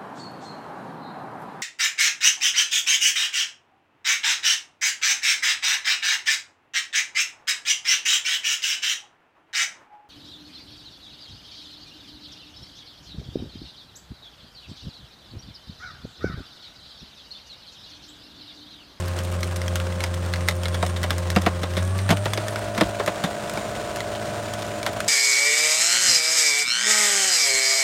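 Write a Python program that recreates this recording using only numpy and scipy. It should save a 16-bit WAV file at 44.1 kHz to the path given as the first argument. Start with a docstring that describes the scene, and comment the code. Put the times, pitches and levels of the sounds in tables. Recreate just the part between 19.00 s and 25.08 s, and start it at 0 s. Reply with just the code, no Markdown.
"""In an open clearing, a tracked diesel loader drives a hydraulic splitter into a dry log.
Fibres snap and tear, and the trunk knocks as it opens. The engine booms under the load,
its fan drones, and oil hisses and whistles through a valve. Once the wood gives way,
the engine picks up speed, the boom fades and a whine takes over."""
import sys
import numpy as np
from scipy import signal
from scipy.fft import rfft, irfft
from scipy.io import wavfile
from scipy.ndimage import uniform_filter1d

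SR = 44100
rng = np.random.default_rng(int(sys.argv[2]) if len(sys.argv) > 2 else 0)


def waveform_to_disk(signal):
    """Save audio, clipped to [-1, 1], as 16-bit WAV at the path in sys.argv[1]."""
    frames = np.transpose(np.atleast_2d(signal))
    scaled = np.clip(frames, -1, 1) * 32767
    samples = np.round(scaled).astype(np.int16)
    wavfile.write(sys.argv[1], SR, samples)


N = 268128
TIME = np.arange(N) / SR
AGE = np.arange(4096) / SR  # seconds since a break

# Deep splits that shake the whole log. Each row: start in seconds, tearing time in seconds,
# snap level in dB, ring pitch in Hz, knock level in dB, knock pitch in Hz, thud level in dB,
# thud pitch in Hz.
DEEP_SPLITS = [(1.0387, .003, -24, 2240, -32, 633, -47, 180),
               (1.486, .001, -16.5, 2070, -26.5, 594, -50, 169),
               (1.744, .011, -29, 1560, -32, 640, -44, 180),
               (1.8267, 0.0029, -26.5, 3760, -18, 723, -26, 180),
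               (2.038, .0046, -26, 2010, -24.5, 602, -47, 190),
               (2.106, .0008, -21.5, 1730, -26.5, 553, -28.5, 184),
               (2.3618, 0.0016, -20, 2730, -14.5, 719, -11, 195),
               (2.4622, 0.0088, -22, 1200, -13, 710, -19, 201),
               (2.632, 0.0092, -28, 1690, -24, 468, -33, 190),
               (2.768, 0.028, -25, 1600, -24, 534, -25, 184),
               (3.091, .0027, -23, 1770, -20.5, 804, -18, 175),
               (3.1043, .015, -17, 1400, -18, 668, -13, 188),
               (3.122, .009, -33, 1520, -18.5, 673, -17, 174),
               (3.2569, 0.0025, -25, 1220, -21.5, 533, -26.5, 135),
               (3.375, 0.0029, -26.5, 2220, -22.5, 612, -31.5, 338),
               (3.778, 0.012, -24, 1200, -23.5, 505, -23, 214),
               (3.8097, 0.0045, -18, 2016, -14, 638, -13, 319),
               (3.816, 0.0046, -32, 2030, -34, 503, -17.5, 190),
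               (3.9974, 0.0012, -33, 2050, -19, 412, -30, 342),
               (4.076, 0.012, -24, 1250, -18, 618, -28, 184),
               (4.238, 0.017, -23.5, 1560, -22.5, 785, -19.5, 175),
               (4.574, 0.0011, -30.5, 1530, -27, 740, -34, 196),
               (5.8641, 0.0014, -22, 1580, -22, 630, -38, 334)]

def splits():
    """Each split cracks and shakes the log; the deeper it lies, the duller it sounds."""
    out = np.zeros(N)
    for start, length, snap_db, ring_hz, knock_db, knock_hz, thud_db, thud_hz in DEEP_SPLITS:
        treble_db = snap_db - 10.5 - 0.33 * (knock_db - snap_db)
        add(out, start, crack(length, snap_db, ring_hz, treble_db))
        add(out, start + 0.00177, trunk(knock_db, knock_hz, thud_db, thud_hz))
        for lag, db in ((-0.008, -17), (0.024, -16)):  # a quieter strand parts before and after
            add(out, start + lag, crack(0.003, snap_db + db, ring_hz, treble_db + db))
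    return out


# The tone of a snap, then of its bright spray. Each row: frequency in Hz, level in dB.
SNAP_COLOUR = [(350, -19), (700, -8.5), (1200, -1.5), (2000, 1.5), (2500, -6), (3600, -4), (4800, -11),
               (6500, -19)]
SPRAY_COLOUR = [(3000, -41), (5200, 3.5), (7000, -0.5), (9500, -2), (10500, -6.5), (12000, -5.5),
                (16000, -19.5)]

def crack(length, snap_db, ring_hz, treble_db):
    """A break rings the splinter it frees and sprays treble; long tears trail off for longer."""
    push = colour(tear(length, tail_db=0, tail_t60=0.055 + 2 * length), SNAP_COLOUR)
    splinter = burst(mode(ring_hz, rise=0.0006, t60=0.018), -1.5)
    splinter *= np.exp(-length / 0.01)  # a long tear smothers the ring
    overtone = burst(ring(push, ring_hz * rng.uniform(1.5, 2.3), q=14), -9)
    snap = burst(push, 0) + splinter + overtone
    spray = colour(tear(length + 0.0004, tail_db=-2.5, tail_t60=0.055 + length), SPRAY_COLOUR)
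    return burst(snap, snap_db) + burst(spray, treble_db)


def tear(length, tail_db, tail_t60):
    """One fibre lets go and others follow, scattered briefly by the wood and the ground."""
    fibres = rng.standard_normal(len(AGE)) * amp(5.5 * rng.standard_normal(len(AGE)))
    run = burst(fibres * np.exp(-(AGE / length) ** 2), 0)
    first = burst(1.0 * (AGE == 0), -1.1) * np.exp(-length / 0.0015)  # strongest in short breaks
    tail = burst(rng.standard_normal(len(AGE)) * fade(tail_t60), tail_db)
    return run + first + tail


# The tone of the log's body. Each row: frequency in Hz, level in dB.
TRUNK_COLOUR = [(90, -23), (170, -12), (300, 0.5), (420, -1.5), (560, 2.5), (750, -0.5), (1100, -2),
                (2000, -10)]

def trunk(knock_db, knock_hz, thud_db, thud_hz):
    """The whole log knocks; its lowest notes swell later as the halves spring apart."""
    thud = mode(thud_hz, rise=0.0022, t60=0.08)
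    thud += amp(-4.5) * mode(1.606 * thud_hz, rise=0.0051, t60=0.07)
    knock = mode(knock_hz, rise=0.0013, t60=0.064)
    knock += amp(-8.5) * mode(0.767 * knock_hz, rise=0.0032, t60=0.065)
    body = colour(tear(0.015, tail_db=-8.5, tail_t60=0.13), TRUNK_COLOUR)
    return burst(thud, thud_db) + burst(burst(knock, -3.5) + burst(body, 0), knock_db)


# Single splinters breaking. Each row: start in seconds, tearing time in seconds,
# snap level in dB, ring pitch in Hz, treble level in dB.
SPLINTER_SNAPS = [(0.189, .002, -33, 3100, -38.5), (.4308, .0024, -27.5, 2210, -33.5),
                  (.560, .01, -36.5, 2390, -35), (.617, .0004, -32.5, 2150, -38),
                  (.6807, .0006, -31, 3230, -36.5), (0.7566, 0.00045, -26.5, 1450, -30.5),
                  (0.8004, .001, -30.5, 1430, -43), (1.0055, 0.00067, -29.5, 2140, -39),
                  (1.141, 0.0067, -33.5, 3500, -42), (1.337, 0.0027, -24.5, 2020, -39),
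                  (1.359, 0.00091, -34, 2060, -43), (1.634, 0.00069, -35, 3220, -38),
                  (1.656, 0.0009, -26.5, 2170, -43), (1.683, .002, -35.5, 3410, -39),
                  (1.864, .002, -32.5, 1910, -35), (1.962, 0.017, -29.5, 2090, -43),
                  (2.0314, .0006, -29.5, 2000, -33), (2.182, 0.00073, -36.5, 2040, -34.5),
                  (2.3024, 0.00045, -28, 1860, -31.5), (2.4185, .003, -34.5, 1960, -37),
                  (2.988, .005, -31.5, 2060, -43), (3.171, .0004, -30.5, 1470, -38.5),
                  (3.3348, 0.00043, -24, 3470, -31.5), (3.483, .002, -30, 1830, -34.5),
                  (3.559, .0004, -26, 1470, -38), (4.062, .0008, -32.5, 2040, -34),
                  (4.4968, .0006, -32, 1500, -36), (4.960, .0017, -33, 1730, -36.5),
                  (5.0052, 0.00063, -28, 2080, -40), (5.151, 0.015, -32.5, 2030, -48),
                  (5.537, .0007, -34.5, 1520, -35), (5.621, .009, -33, 3600, -42),
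                  (5.830, 0.00065, -31, 2300, -36), (6.004, .0012, -24.5, 1530, -33.5)]

def snaps(count=16):
    """Splinters snap one by one, with fainter tearing scattered evenly among them."""
    out = np.zeros(N)
    for start, *splinter in SPLINTER_SNAPS:
        add(out, start, crack(*splinter))
    for slot, (when, size, pitch) in enumerate(rng.random((count, 3))):
        db = -41 + 5 * size
        add(out, (slot + when) / count * N / SR, crack(0.005, db, 1500 * 2 ** pitch, db - 9.5))
    return out


def crackle(count=60):
    """Tiny fibres tick, most of them early on while the wedge presses hardest."""
    out = np.zeros(N)
    for when, size, pitch in rng.random((count, 3)):
        push = tear(0.00019, tail_db=-8, tail_t60=0.083)
        ping = ring(push, hz=2500 * 4 ** pitch, q=8.4)
        tick = burst(colour(push, SPRAY_COLOUR), 0) + burst(ping, -0.5)
        add(out, when ** 1.6 * N / SR, burst(tick, -47.5 + 7 * size ** 2))
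    return out


def sag(start=3.835, db=-29.5, hz=62):
    """A heavy half of the log settles onto the soil with a soft, deep bump."""
    out = np.zeros(N)
    swell = np.sin(np.pi * AGE / AGE[-1]) * fade(0.18)
    add(out, start, burst(swell * np.sin(2 * np.pi * hz * AGE), db))
    return out


# The exhaust boom swells in the last push, then sinks. Each row: time in seconds, level in dB.
BOOM_LEVEL = [(0, -27.5), (2.2, -25.5), (2.7, -28), (2.82, -21.5), (3.08, -24), (3.65, -34), (4.3, -47),
              (5.5, -37.5), (6.08, -41)]
# Engine and pump tones. Each row: multiple of the firing rate, dB under load, dB running free.
MACHINE_TONES = [(1.75, -49.5, -80), (2, -39, -43.5), (3, -52, -46), (3.87, -53.5, -49), (4, -54, -57),
                 (4.08, -45.5, -86), (4.5, -82, -51.5), (5.5, -78, -36.5), (5.75, -85, -48),
                 (6.5, -51.5, -47), (6.612, -66, -38), (7, -44.5, -65), (7.5, -72, -55), (9.25, -71, -49),
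                 (9.75, -77, -54.5), (12, -51.5, -76), (12.24, -50.5, -56), (14, -56, -49.5),
                 (15.25, -78, -58)]
# The clatter of the engine block and cooling air. Each row: frequency in Hz, level in dB.
CLATTER_COLOUR = [(25, -21), (55, -2), (140, 0), (205, -2.5), (255, -6.5), (400, -3), (690, -2.5),
                  (830, -6), (1500, -7), (2100, -12), (3700, -15.5), (4900, -19), (9000, -21.5),
                  (10400, -30), (16000, -34.5)]

def engine(angle, load):
    """One shaft drives the exhaust boom, the machine's tones, the clatter and a thin whine."""
    boom_db, = curves(BOOM_LEVEL)
    out = tone(angle, boom_db)
    for multiple, loaded_db, free_db in MACHINE_TONES:
        out += tone(multiple * angle, free_db + load * (loaded_db - free_db))
    # unequal firings leave a rumble around the boom
    rumble = colour(rng.standard_normal(N), [(60, -1), (90, -12), (190, 5.5), (260, -16.5)])
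    out += amp(boom_db - 18.5) * unit(rumble)
    # the clatter swells at each firing and each turn of the shaft
    beat = amp(0.17 * np.sin(angle) + 0.5 * np.sin(angle / 2) + 1.26 * walk(90))
    grit = rng.standard_normal(N) * amp(2 * walk(900))
    out += amp(-33.5 - 2.5 * load) * unit(colour(grit * beat, CLATTER_COLOUR))
    whine = tone(66.14 * angle + 0.36 * walk(200), db=-54.5 + 2 * walk(24.84))
    return out + ramp(3.5, 4.1) * whine  # it comes in once the machine runs free


# The load holds the engine back until the log gives. Each row: time in seconds, firings per second.
ENGINE_SPEED = [(0, 88.6), (.6, 88.05), (1.6, 87.65), (2.25, 87.6), (2.76, 88.3), (3.1, 98.1),
                (3.38, 103.8), (3.6, 104.7), (3.95, 104.9), (4.5, 106.1), (6.08, 106.3)]

def shaft():
    """The engine turns a little unsteadily; the angle goes once around for each firing."""
    hz, = curves(ENGINE_SPEED)
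    return 2 * np.pi * np.cumsum(hz * (1 + 0.0004 * walk(14))) / SR


# Pitches at which the fan housing rings. Each row: pitch in Hz, width in Hz.
HOUSING_RINGS = [(527, 30), (602, 9), (623, 10), (638, 8)]
# The level of the drone on each of those pitches, in dB.
HOUSING_LEVELS = (-40, -34, -34, -40)

def fan(angle, multiple=6):
    """The cooling fan drones, swelling wherever its pitch makes the housing ring."""
    hz = multiple * curves(ENGINE_SPEED)[0]
    power = np.zeros(N)
    for (centre, width), db in zip(HOUSING_RINGS, HOUSING_LEVELS):
        power += amp(db) ** 2 / (1 + (2 * (hz - centre) / width) ** 2)
    return tone(multiple * angle, 10 * np.log10(power))


# Valve whistles, one list for each. Each row: time in seconds, pitch in Hz, level in dB.
VALVE_WHISTLES = [
    [(1.42, 8800, -57), (1.53, 8950, -54), (1.78, 8840, -54.5), (1.92, 8900, -46)],
    [(2.68, 12600, -66), (2.8, 12850, -63), (2.88, 13300, -62)],
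    [(3.36, 9350, -60), (3.49, 9660, -54), (3.58, 11400, -60)],
    [(4.18, 7650, -60), (4.33, 7600, -59), (4.52, 7720, -57)],
]

def hydraulics(angle, load):
    """Oil hisses through the valve, the pump sings, and the valve whistles as the pressure shifts."""
    surge = ramp(2.7, 2.84) - ramp(3.2, 3.68)  # the last push sends a rush of oil
    hiss_db = -59 + 1.5 * load + 9.5 * surge
    hiss = ring(rng.standard_normal(N), hz=8770, q=7.2)
    out = amp(hiss_db) * unit(ring(hiss, hz=8770, q=7.2))
    strain = load ** 6
    for multiple, db in ((12.24, 2.5), (18.36, -0.7)):  # the pump's two tones
        out += strain * tone(multiple * angle + 0.38 * walk(90), hiss_db + db + 2 * walk(30))
    for whistle in VALVE_WHISTLES:
        hz, db = curves(whistle)
        start, end = whistle[0][0], whistle[-1][0]
        gate = uniform_filter1d(1.0 * ((TIME > start) & (TIME < end)), size=900)
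        flutter = 1 + 0.013 * walk(900)
        wave = unit(np.sin(2 * np.pi * np.cumsum(hz * flutter) / SR))
        out += gate * amp(db + 3.2 * walk(70)) * wave
    return out


def clearing(x, t60=0.1, delay_s=0.012):
    """The machine, logs and trees send back a short scatter of echoes."""
    t = TIME[:SR // 2]
    echoes = rng.standard_normal(len(t)) * np.exp(-np.log(1000) * t / t60) * (t > delay_s)
    echoes = colour(echoes, [(100, -4), (1500, 8), (12000, 12)])
    return signal.fftconvolve(x, echoes / np.sqrt(np.sum(echoes ** 2)))[:N]


def mode(hz, rise, t60):
    """One natural note of the wood, swelling quickly and then dying away."""
    return (1 - np.exp(-(AGE / rise) ** 2)) * fade(t60) * np.sin(2 * np.pi * hz * AGE)


def tone(angle, db):
    """One machine tone, wavering a little on its way through the air."""
    waver = 0.08 * walk(25) + rng.uniform(0, 2 * np.pi)
    return np.sqrt(2) * amp(db + 0.89 * walk(7.4)) * np.sin(angle + waver)


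def amp(db):
    """Turn decibels into a gain."""
    return 10 ** (np.asarray(db) / 20)


def curves(table):
    """Turn a table's columns into signals, joining the points with straight lines."""
    times, *columns = np.transpose(table)
    return [np.interp(TIME, times, column) for column in columns]


def unit(x):
    """Scale a sound to an average (rms) level of 1."""
    return x / np.sqrt(np.mean(x ** 2))


def burst(x, db):
    """Give a short sound the energy of 10 ms at this level."""
    return x * amp(db) / np.sqrt(np.sum(x ** 2) / (SR / 100))


def walk(rate):
    """A smooth random wander of size about 1, taking `rate` steps a second."""
    hold = int(SR / rate)
    steps = np.repeat(rng.standard_normal(N // hold + 2), hold)
    return unit(uniform_filter1d(uniform_filter1d(steps, hold), hold))[:N]


def colour(x, points, size=4096):
    """Shape a sound's tone along (Hz, dB) points, falling away beyond both ends."""
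    hz, db = np.transpose(points)
    bins = np.maximum(np.arange(size // 2 + 1) * SR / size, 1)
    skirts = np.minimum(bins / hz[0], 1) * np.minimum(hz[-1] / bins, 1)
    gain = amp(np.interp(np.log(bins), np.log(hz), db)) * skirts ** 2
    # fold the filter so that it never rings before the sound arrives
    cepstrum = irfft(np.log(gain))
    cepstrum[1:size // 2] *= 2
    cepstrum[size // 2 + 1:] = 0
    return signal.fftconvolve(x, irfft(np.exp(rfft(cepstrum))))[:len(x)]


def ring(x, hz, q):
    """Make a sound ring at one pitch; a higher q rings longer."""
    return signal.lfilter(*signal.iirpeak(hz, q, fs=SR), x)


def fade(t60):
    """Die away by 60 dB in t60 seconds."""
    return np.exp(-np.log(1000) * AGE / t60)


def ramp(start, end):
    """Rise from 0 to 1 between two times in seconds."""
    return np.clip((TIME - start) / (end - start), 0, 1)


def add(track, start, x):
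    """Mix a short sound in at a start time in seconds."""
    i = max(int(start * SR), 0)
    track[i:i + len(x)] += x[:max(N - i, 0)]


def scene():
    """The machine and the breaking log, a few metres off."""
    angle = shaft()
    load = 1 - ramp(3.02, 3.54)  # falls away as the log gives
    machine = engine(angle, load) + fan(angle) + hydraulics(angle, load)
    wood = splits() + snaps() + crackle() + sag()
    return (machine + wood + amp(-23) * clearing(wood))[None]


def record(dry):
    """The microphone rounds the loudest peaks and cuts the treble above 16000 Hz."""
    lowpass = signal.ellip(8, 0.2, 70, 16000, fs=SR, output="sos")
    return signal.sosfilt(lowpass, np.tanh(dry))


dry = scene()
out = record(dry)
waveform_to_disk(out)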